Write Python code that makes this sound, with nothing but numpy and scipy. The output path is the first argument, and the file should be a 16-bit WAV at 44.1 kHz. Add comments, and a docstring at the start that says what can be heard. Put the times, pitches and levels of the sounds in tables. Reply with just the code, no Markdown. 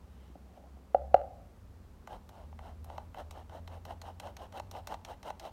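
"""Sifting flour

A scoop of flour is tipped into a steel hand sifter and knocked twice against it, in a small kitchen.
Then the trigger is squeezed over and over, up to about six times a second: the linkage clicks, and the
blade scrapes flour over the mesh at the bottom of the cup. A faint low drone, like a distant engine,
climbs underneath. Clicks and knocks are short dying tones; scrapes are dense trains of tiny slips.
"""
import sys
import numpy as np
from scipy import signal
from scipy.fft import rfft, irfft
from scipy.io import wavfile

SR = 44100
rng = np.random.default_rng(int(sys.argv[2]) if len(sys.argv) > 2 else 0)


def to_wav(s):
    """Save 16-bit WAV."""
    ch = np.atleast_2d(s).T  # columns
    pcm = np.round(np.clip(ch, -1, 1) * 32767)  # PCM
    wavfile.write(sys.argv[1], SR, pcm.astype(np.int16))


N = 243431  # length in samples, about 5.5 s
TIME = np.arange(N) / SR


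def amp(db):
    """Decibels to gain."""
    return 10 ** (np.asarray(db) / 20)


def unit(x):
    """Scales to rms 1."""
    return x / np.sqrt(np.mean(x ** 2) + 1e-20)


def read(points, hz):
    """Reads a table of (f/Hz, value) between its points, on a log-frequency axis."""
    f, value = np.transpose(points)
    return np.interp(np.log(hz + 1), np.log(f + 1), value)


def add(mix, s, sound):
    """Mixes a sound in at time s, cut off where the mix ends."""
    part = mix[round(s * SR):][:len(sound)]
    part += sound[:len(part)]


def noise(points):
    """Steady noise of rms 1 with this spectrum."""
    spectrum = rfft(rng.standard_normal(N))
    hz = np.fft.rfftfreq(N, 1 / SR)
    return unit(irfft(spectrum * amp(read(points, hz)), N))


def ring(points, treble_db=0, size=2048):
    """The ring, of energy 1, of a body with this spectrum, as early as it can be; treble_db lifts its top."""
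    hz = np.fft.rfftfreq(size, 1 / SR)
    treble_share = hz ** 4 / (hz ** 4 + 8000. ** 4)
    log_gain = np.log(amp(read(points, hz) + treble_db * treble_share))
    circle = np.concatenate([log_gain, log_gain[-2:0:-1]])
    # the Hilbert transform gives the phase that puts nothing before the start
    h = np.fft.ifft(np.exp(np.conj(signal.hilbert(circle)))).real
    return h / np.linalg.norm(h)


def struck(modes, contact_hz, rise_cycles):
    """Damped modes swell within a cycle or so; neighbours start in opposite sense and beat."""
    t = np.arange(SR // 10) / SR
    out = np.zeros(len(t))
    for k, (hz, db, t60) in enumerate(modes):
        softened = amp(db) / np.hypot(1, hz / contact_hz)  # a soft contact excites less treble
        swell = (1 - np.exp(-t * hz / rise_cycles)) ** 2
        decay = np.exp(-np.log(1000) * t / t60)
        out += (-1) ** k * softened * swell * decay * np.sin(2 * np.pi * hz * t)
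    return out


def slips(per_s, spread_db):
    """A dense train of tiny slips, a few much larger than the rest."""
    size = amp(spread_db * np.minimum(rng.exponential(1, N), 4))
    sign = rng.choice([-1, 1], N)
    happens = rng.random(N) < per_s / SR
    return unit(size * sign * happens)


# the low drone: t/s, f/Hz, level/dB
DRONE = [(0, 65.26, -56.5), (.35, 65.92, -53.5), (.55, 63.22, -59.5), (.75, 67.15, -51.5),
         (.87, 64.73, -63), (1.02, 67.86, -42.5), (1.11, 67.98, -45), (1.22, 69.1, -55),
         (1.9, 70.34, -67.5), (2.35, 75.93, -60), (2.55, 77.6, -48.5), (3.4, 82.45, -54.5),
         (3.699, 85.1, -49), (4.2, 87.32, -54), (4.45, 88.6, -60), (4.65, 92.35, -52), (5.1, 90.6, -64),
         (5.52, 90.8, -68)]
# colour of the rumble: f/Hz, level/dB
RUMBLE_COLOUR = [(15, -44.5), (25, -15.5), (35, -6), (50, -3), (70, 1.5), (95, -4), (120, -15),
                 (200, -30.5), (400, -59.5)]
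# swell of the rumble: t/s, level/dB
RUMBLE_SWELL = [(0, -56.5), (.9, -65), (1.2, -53.5), (2, -54.5), (3, -53), (4.5, -55), (5.52, -57)]
# colour of the room hiss: f/Hz, level/dB
AIR_COLOUR = [(60, -21), (125, -13), (165, -0.5), (240, -3.5), (300, -10), (420, -10.5), (650, -15),
              (950, -17), (1300, -20.5), (1700, -25.5), (3100, -31), (5000, -33.5), (7800, -36.5),
              (10500, -39), (12500, -38.5), (16000, -41)]


def background(air_db=-61, octave_db=-20, third_db=-23, waver=.012):
    """Room hiss, a swelling rumble and a wavering low drone with two overtones."""
    s, hz, db = np.transpose(DRONE)
    drift = noise([(1, 0), (8, 0), (25, -40), (100, -120)])
    pitch_hz = np.interp(TIME, s, hz) * (1 + waver * drift)
    phase = 2 * np.pi * np.cumsum(pitch_hz) / SR
    tone = np.sin(phase) + amp(octave_db) * np.sin(2 * phase) + amp(third_db) * np.sin(3 * phase)
    drone = unit(tone) * amp(np.interp(TIME, s, db))
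    rumble = noise(RUMBLE_COLOUR) * amp(np.interp(TIME, *np.transpose(RUMBLE_SWELL)))
    return drone + rumble + amp(air_db) * noise(AIR_COLOUR)


# colour of the mesh: f/Hz, level/dB
MESH_COLOUR = [(500, -16.5), (1400, 2), (2050, 0.5), (2400, -8.5), (2750, 2), (3080, 3.5), (3450, -5.5),
               (3900, -2.5), (4800, -12.5), (5300, -8), (7600, -16.5), (8700, -12.5), (10400, -20),
               (12100, -19.5), (12700, -12.5), (13300, -19), (16000, -22)]


def pings(per_s, spread_db, low_hz=1300, high_hz=7000, cycles=7, count=24):
    """Single wires of the mesh, each with its own pitch, are plucked at random moments."""
    t, out = np.arange(SR // 40) / SR, np.zeros(N)
    for hz in np.geomspace(low_hz, high_hz, count):
        at = rng.integers(0, N, round(per_s * N / SR / count))
        strength = amp(spread_db * np.minimum(rng.exponential(1, len(at)), 3))
        plucks = np.bincount(at, strength, N)
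        wire = np.exp(-t * hz / cycles) * np.sin(2 * np.pi * hz * t)
        out += amp(read(MESH_COLOUR, hz)) * signal.oaconvolve(plucks, wire)[:N]
    return unit(out)


# colour of the rubbed cup: f/Hz, level/dB
CUP_COLOUR = [(100, -30), (280, -11), (440, -9.5), (580, 0.5), (850, 2), (980, -5.5), (1150, -10.5),
              (1450, -13.5), (1800, -20), (2500, -34.5), (6000, -57.5)]


def rubbing(rows, edge_db, fade_s, spread_db, catch_db, ping_db):
    """Flour slips in countless small jerks that sound the cup and the mesh, swelling and fading per row."""
    cup_level, mesh_level = np.zeros((2, N))
    for start, peak, fade_start, cup_db, mesh_db in rows:
        corners = [start - fade_s, start, peak, fade_start, fade_start + fade_s]
        swell = np.interp(TIME, corners, [0, amp(edge_db), 1, amp(edge_db), 0])
        cup_level += amp(cup_db) * swell
        mesh_level += amp(mesh_db) * swell
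    jerks = slips(per_s=7000, spread_db=spread_db)
    # the rubbing catches on the wires and frees itself every few ms
    catches = amp(catch_db * noise([(20, -10), (60, 0), (250, 0), (700, -25), (3000, -80)]))
    grit = unit(catches * (jerks + 0.64 * rng.standard_normal(N)))
    hiss = signal.oaconvolve(grit, ring(MESH_COLOUR))[:N]
    rasp = unit(hiss + amp(ping_db) * pings(per_s=490, spread_db=1.5))
    rub = signal.oaconvolve(cup_level * jerks, ring(CUP_COLOUR))[:N]
    return rub + mesh_level * rasp


# flour sliding from the scoop: start t/s, peak t/s, start of the fade t/s (the peak may fall inside the fade),
# cup rub level/dB, mesh hiss level/dB
POURS = [(.03, .24, 0.35, -70, -72), (.49, .58, 0.56, -68, -73), (1.15, 1.17, 1.168, -48, -64)]


def pouring():
    """Flour slides from the scoop into the sifter and rubs on cup and mesh."""
    return rubbing(POURS, edge_db=-14.5, fade_s=.03, spread_db=4.5, catch_db=1.2, ping_db=-9.0)


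# how long the kitchen rings, as the time to fall by 60 dB: f/Hz, t60/s
ROOM_T60 = [(150, 0.44), (700, 0.62), (1500, .36), (4000, .3), (12000, 0.32)]
# first reflections from table and walls: delay t/s, level/dB before echo_db is added
ECHOES = [(.0205, -29), (.024, -25), (.029, -31), (.036, -28.5), (.049, -25), (.056, -29.5), (.071, -22.5)]


def kitchen(x, tail_db=-20.5, echo_db=-3, build_s=.015):
    """A few reflections, and a diffuse tail that dies away at its own pace in each pitch range."""
    hz, t, z = signal.stft(rng.standard_normal(SR), SR, nperseg=256)
    decay = np.exp(-np.log(1000) * t / read(ROOM_T60, hz)[:, None])
    tail = signal.istft(z * decay, SR)[1]
    tail *= np.minimum(np.arange(len(tail)) / SR / build_s, 1) ** 2
    response = amp(tail_db) * tail / np.linalg.norm(tail)
    for delay, db in ECHOES:
        add(response, delay, [amp(db + echo_db)])
    return signal.fftconvolve(x, response)[:N]


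# what the flour-damped cup rings with when knocked or dragged on: f/Hz, level/dB, t60/s
KNOCK_MODES = [(533.7, -6, 0.01), (554.4, -5, 0.038), (728.4, -2.5, 0.028), (820.4, -8, 0.025),
               (1174, -22.5, 0.015), (1390, -24.5, 0.019), (1609, -27, 0.017), (2030, -33.5, 0.015),
               (2270, -31, 0.009), (2810, -32.5, .014), (3404, -42, 0.01), (4116, -39, .012),
               (4490, -42, 0.013), (5580, -43, 0.00714), (7935, -41.5, .002), (12150, -45.5, .004)]
# the scoop's edge dragged along the rim: t/s, level/dB
DRAG = [(.42, -82.5), (.5, -67.5), (.6, -63.5), (.65, -57.5), (.7, -73), (.82, -76.5)]
# the hand shifts on the handle with a soft low thump: t/s, level/dB
THUMPS = [(.298, -39.5), (0.354, -43)]
# what the handle rings with: f/Hz, level/dB, t60/s
HANDLE_MODES = [(186, -2, 0.025), (272, -1, 0.026), (360, -6.5, 0.019)]


def handling(spread_db=4.0):
    """The scoop drags on the rim, slipping in tiny jerks that sound the hollow cup; the grip thumps."""
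    s, db = np.transpose(DRAG)
    cup = struck(KNOCK_MODES, contact_hz=900, rise_cycles=0.21)
    hollow = signal.oaconvolve(slips(per_s=1500, spread_db=spread_db), cup)[:N]
    out = unit(hollow) * np.interp(TIME, s, amp(db), 0, 0)
    for at, thump_db in THUMPS:
        add(out, at, amp(thump_db) * struck(HANDLE_MODES, contact_hz=800, rise_cycles=.4))
    return out


# blows on the sifter, from the scoop or a falling lump: t/s, level/dB, contact corner f/Hz (higher is harder)
KNOCKS = [(.354, -40, 6000), (.574, -35.5, 400), (.637, -38.5, 301), (.769, -42.5, 306), (0.946, 0.5, 387),
          (1.1426, 0, 4670)]


def knocks(rise_cycles=0.14):
    """Each blow draws a short hollow knock from the flour-damped cup."""
    out = np.zeros(N)
    for s, db, contact_hz in KNOCKS:
        add(out, s, amp(db) * struck(KNOCK_MODES, contact_hz, rise_cycles))
    return out


# colour of the linkage's tick: f/Hz, level/dB
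TICK_COLOUR = [(300, -18.5), (1100, -13), (2000, -2), (2800, -2), (3400, -1), (4100, 4), (4800, -6),
               (5600, 0.5), (6700, 0), (7700, -3.5), (8600, -1.5), (10200, -5), (12200, 0), (12700, 5),
               (13300, -4), (16000, -7)]
# the steel wall under a click: f/Hz, level/dB, t60/s
WALL_MODES = [(1172, 5, 0.015), (1489, -2, 0.022), (2026, 1.5, 0.01), (2664, -11, 0.027),
              (3065, -7.5, 0.023)]
# the flour-laden cup under a click: f/Hz, level/dB, t60/s
CUP_MODES = [(617, -2, 0.021), (809, -1, 0.022), (953, -3.5, 0.018)]


def tap(tick_db, clack_db, thud_db, treble_db, chatter, chatter_s, vary_db=3, lag_s=0.00081):
    """Steel snaps on steel and chatters for a few ms; just after, the wall clacks and the cup thuds."""
    out, t = np.zeros(SR // 10), np.arange(SR // 50) / SR
    contact = chatter * rng.standard_normal(len(t)) * np.exp(-t / chatter_s)
    contact[0] = 1
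    tick = signal.fftconvolve(contact, ring(TICK_COLOUR, treble_db=treble_db))
    # each tap lands a little differently and favours other modes of the wall
    wall = [(hz, db + vary_db * rng.standard_normal(), t60) for hz, db, t60 in WALL_MODES]
    clack = struck(wall, contact_hz=6000, rise_cycles=1.0)
    thud = struck(CUP_MODES, contact_hz=2500, rise_cycles=1.0)
    for s, db, sound in (0, tick_db, tick), (lag_s / 2, clack_db, clack), (lag_s, thud_db, thud):
        add(out, s, amp(db) * sound / np.linalg.norm(sound))
    return out


# squeezes of the trigger: t/s, length t/s, snap level/dB, snap brightness level/dB,
# wall clack level/dB, blade rub level/dB
SQUEEZES = [(2.0732, 0.1, -36, -5, -25.5, -44.5), (2.2913, .18, -34.5, -10, -35.5, -53.5),
            (2.59, 0.14, -41, -13, -28.5, -50.5), (2.8437, .2, -34, 3, -37, -52),
            (3.1444, 0.081, -41, -5, -27.5, -42), (3.3093, 0.12, -27.5, -14, -32.5, -48.5),
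            (3.495, 0.1, -41.5, -16, -35, -47), (3.676, 0.11, -30, -16, -31, -49),
            (3.852, 0.089, -30.5, -7, -29, -45), (4.016, .1, -25.5, -12, -31.5, -46),
            (4.1989, 0.11, -24, -12.5, -27.5, -45), (4.367, 0.1, -26, -15, -35, -46),
            (4.524, 0.076, -35.5, -14, -35, -41), (4.7125, 0.092, -25.5, -7, -32.5, -43.5),
            (4.872, 0.079, -21, -8, -24.5, -40.5), (5.0489, 0.096, -23.5, -16, -32.5, -43.5),
            (5.2296, 0.083, -31, -18.5, -32.5, -40.5), (5.3968, .098, -25, -18, -36, -42.5)]


def trigger(thud_over_clack_db=4, rebound_s=.011, rebound_db=-15):
    """Each squeeze opens with a snap of the linkage and a faint rebound as the slack closes."""
    out = np.zeros(N)
    for s, _, snap_db, bright_db, clack_db, _ in SQUEEZES:
        thud_db = clack_db + thud_over_clack_db
        for delay, db in (0, 0), (rebound_s * rng.uniform(0.41, 1.3), rebound_db):
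            click = tap(snap_db, clack_db, thud_db, bright_db, chatter=0.68, chatter_s=0.0036)
            add(out, s + delay, amp(db) * click)
    return out


# the blade starts once the slack is taken up, and is fastest after a wind-up plus a share of the squeeze
SLACK_S, WIND_UP_S, FASTEST_SHARE = 0.014, 0.029, 0.32
# hiss of the mesh against the rub of the cup; it gains as the flour drains
MESH_DB, MESH_DB_PER_S = -16, 0.81


def sifting():
    """Each squeeze sweeps the blade once, scraping flour over the mesh."""
    sweeps = []
    for s, length, *_, rub_db in SQUEEZES:
        fastest = s + WIND_UP_S + FASTEST_SHARE * length
        hiss_db = rub_db + MESH_DB + MESH_DB_PER_S * s
        sweeps.append((s + SLACK_S, fastest, s + length, rub_db, hiss_db))
    return rubbing(sweeps, edge_db=-11, fade_s=0.011, spread_db=3.5, catch_db=1.3, ping_db=-2)


# the blade bumps against the cup, or a lump drops into it: t/s, thud level/dB, metal tick level/dB
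BUMPS = [(2.5263, -28, -58), (2.8993, -20.5, -40.5), (2.9799, -12.5, -32.5), (3.9084, -22, -47),
         (4.2714, -19, -38), (4.5723, -16.5, -38), (4.598, -13, -27.5), (4.7494, -18, -58),
         (4.9214, -16.5, -41), (4.9412, -14, -26), (5.2584, -29, -39), (5.3029, -12.5, -29.5)]


def bumps(clack_under_thud_db=-11):
    """Duller taps that mostly sound the laden cup."""
    out = np.zeros(N)
    for s, thud_db, tick_db in BUMPS:
        clack_db = thud_db + clack_under_thud_db
        add(out, s, tap(tick_db, clack_db, thud_db, treble_db=-18.5, chatter=.29, chatter_s=.0037))
    return out


def scene():
    """Scoop and sifter close by, in the kitchen."""
    near = pouring() + handling() + knocks() + trigger() + sifting() + bumps()
    return (background() + near + kitchen(near))[None]


def record(dry, edge_hz=15950):
    """Takes away the treble above edge_hz with a steep filter."""
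    lowpass = signal.firwin(511, edge_hz, window=("kaiser", 9), fs=SR)
    return signal.oaconvolve(dry, lowpass[None], "same")


dry = scene()
out = record(dry)
to_wav(out)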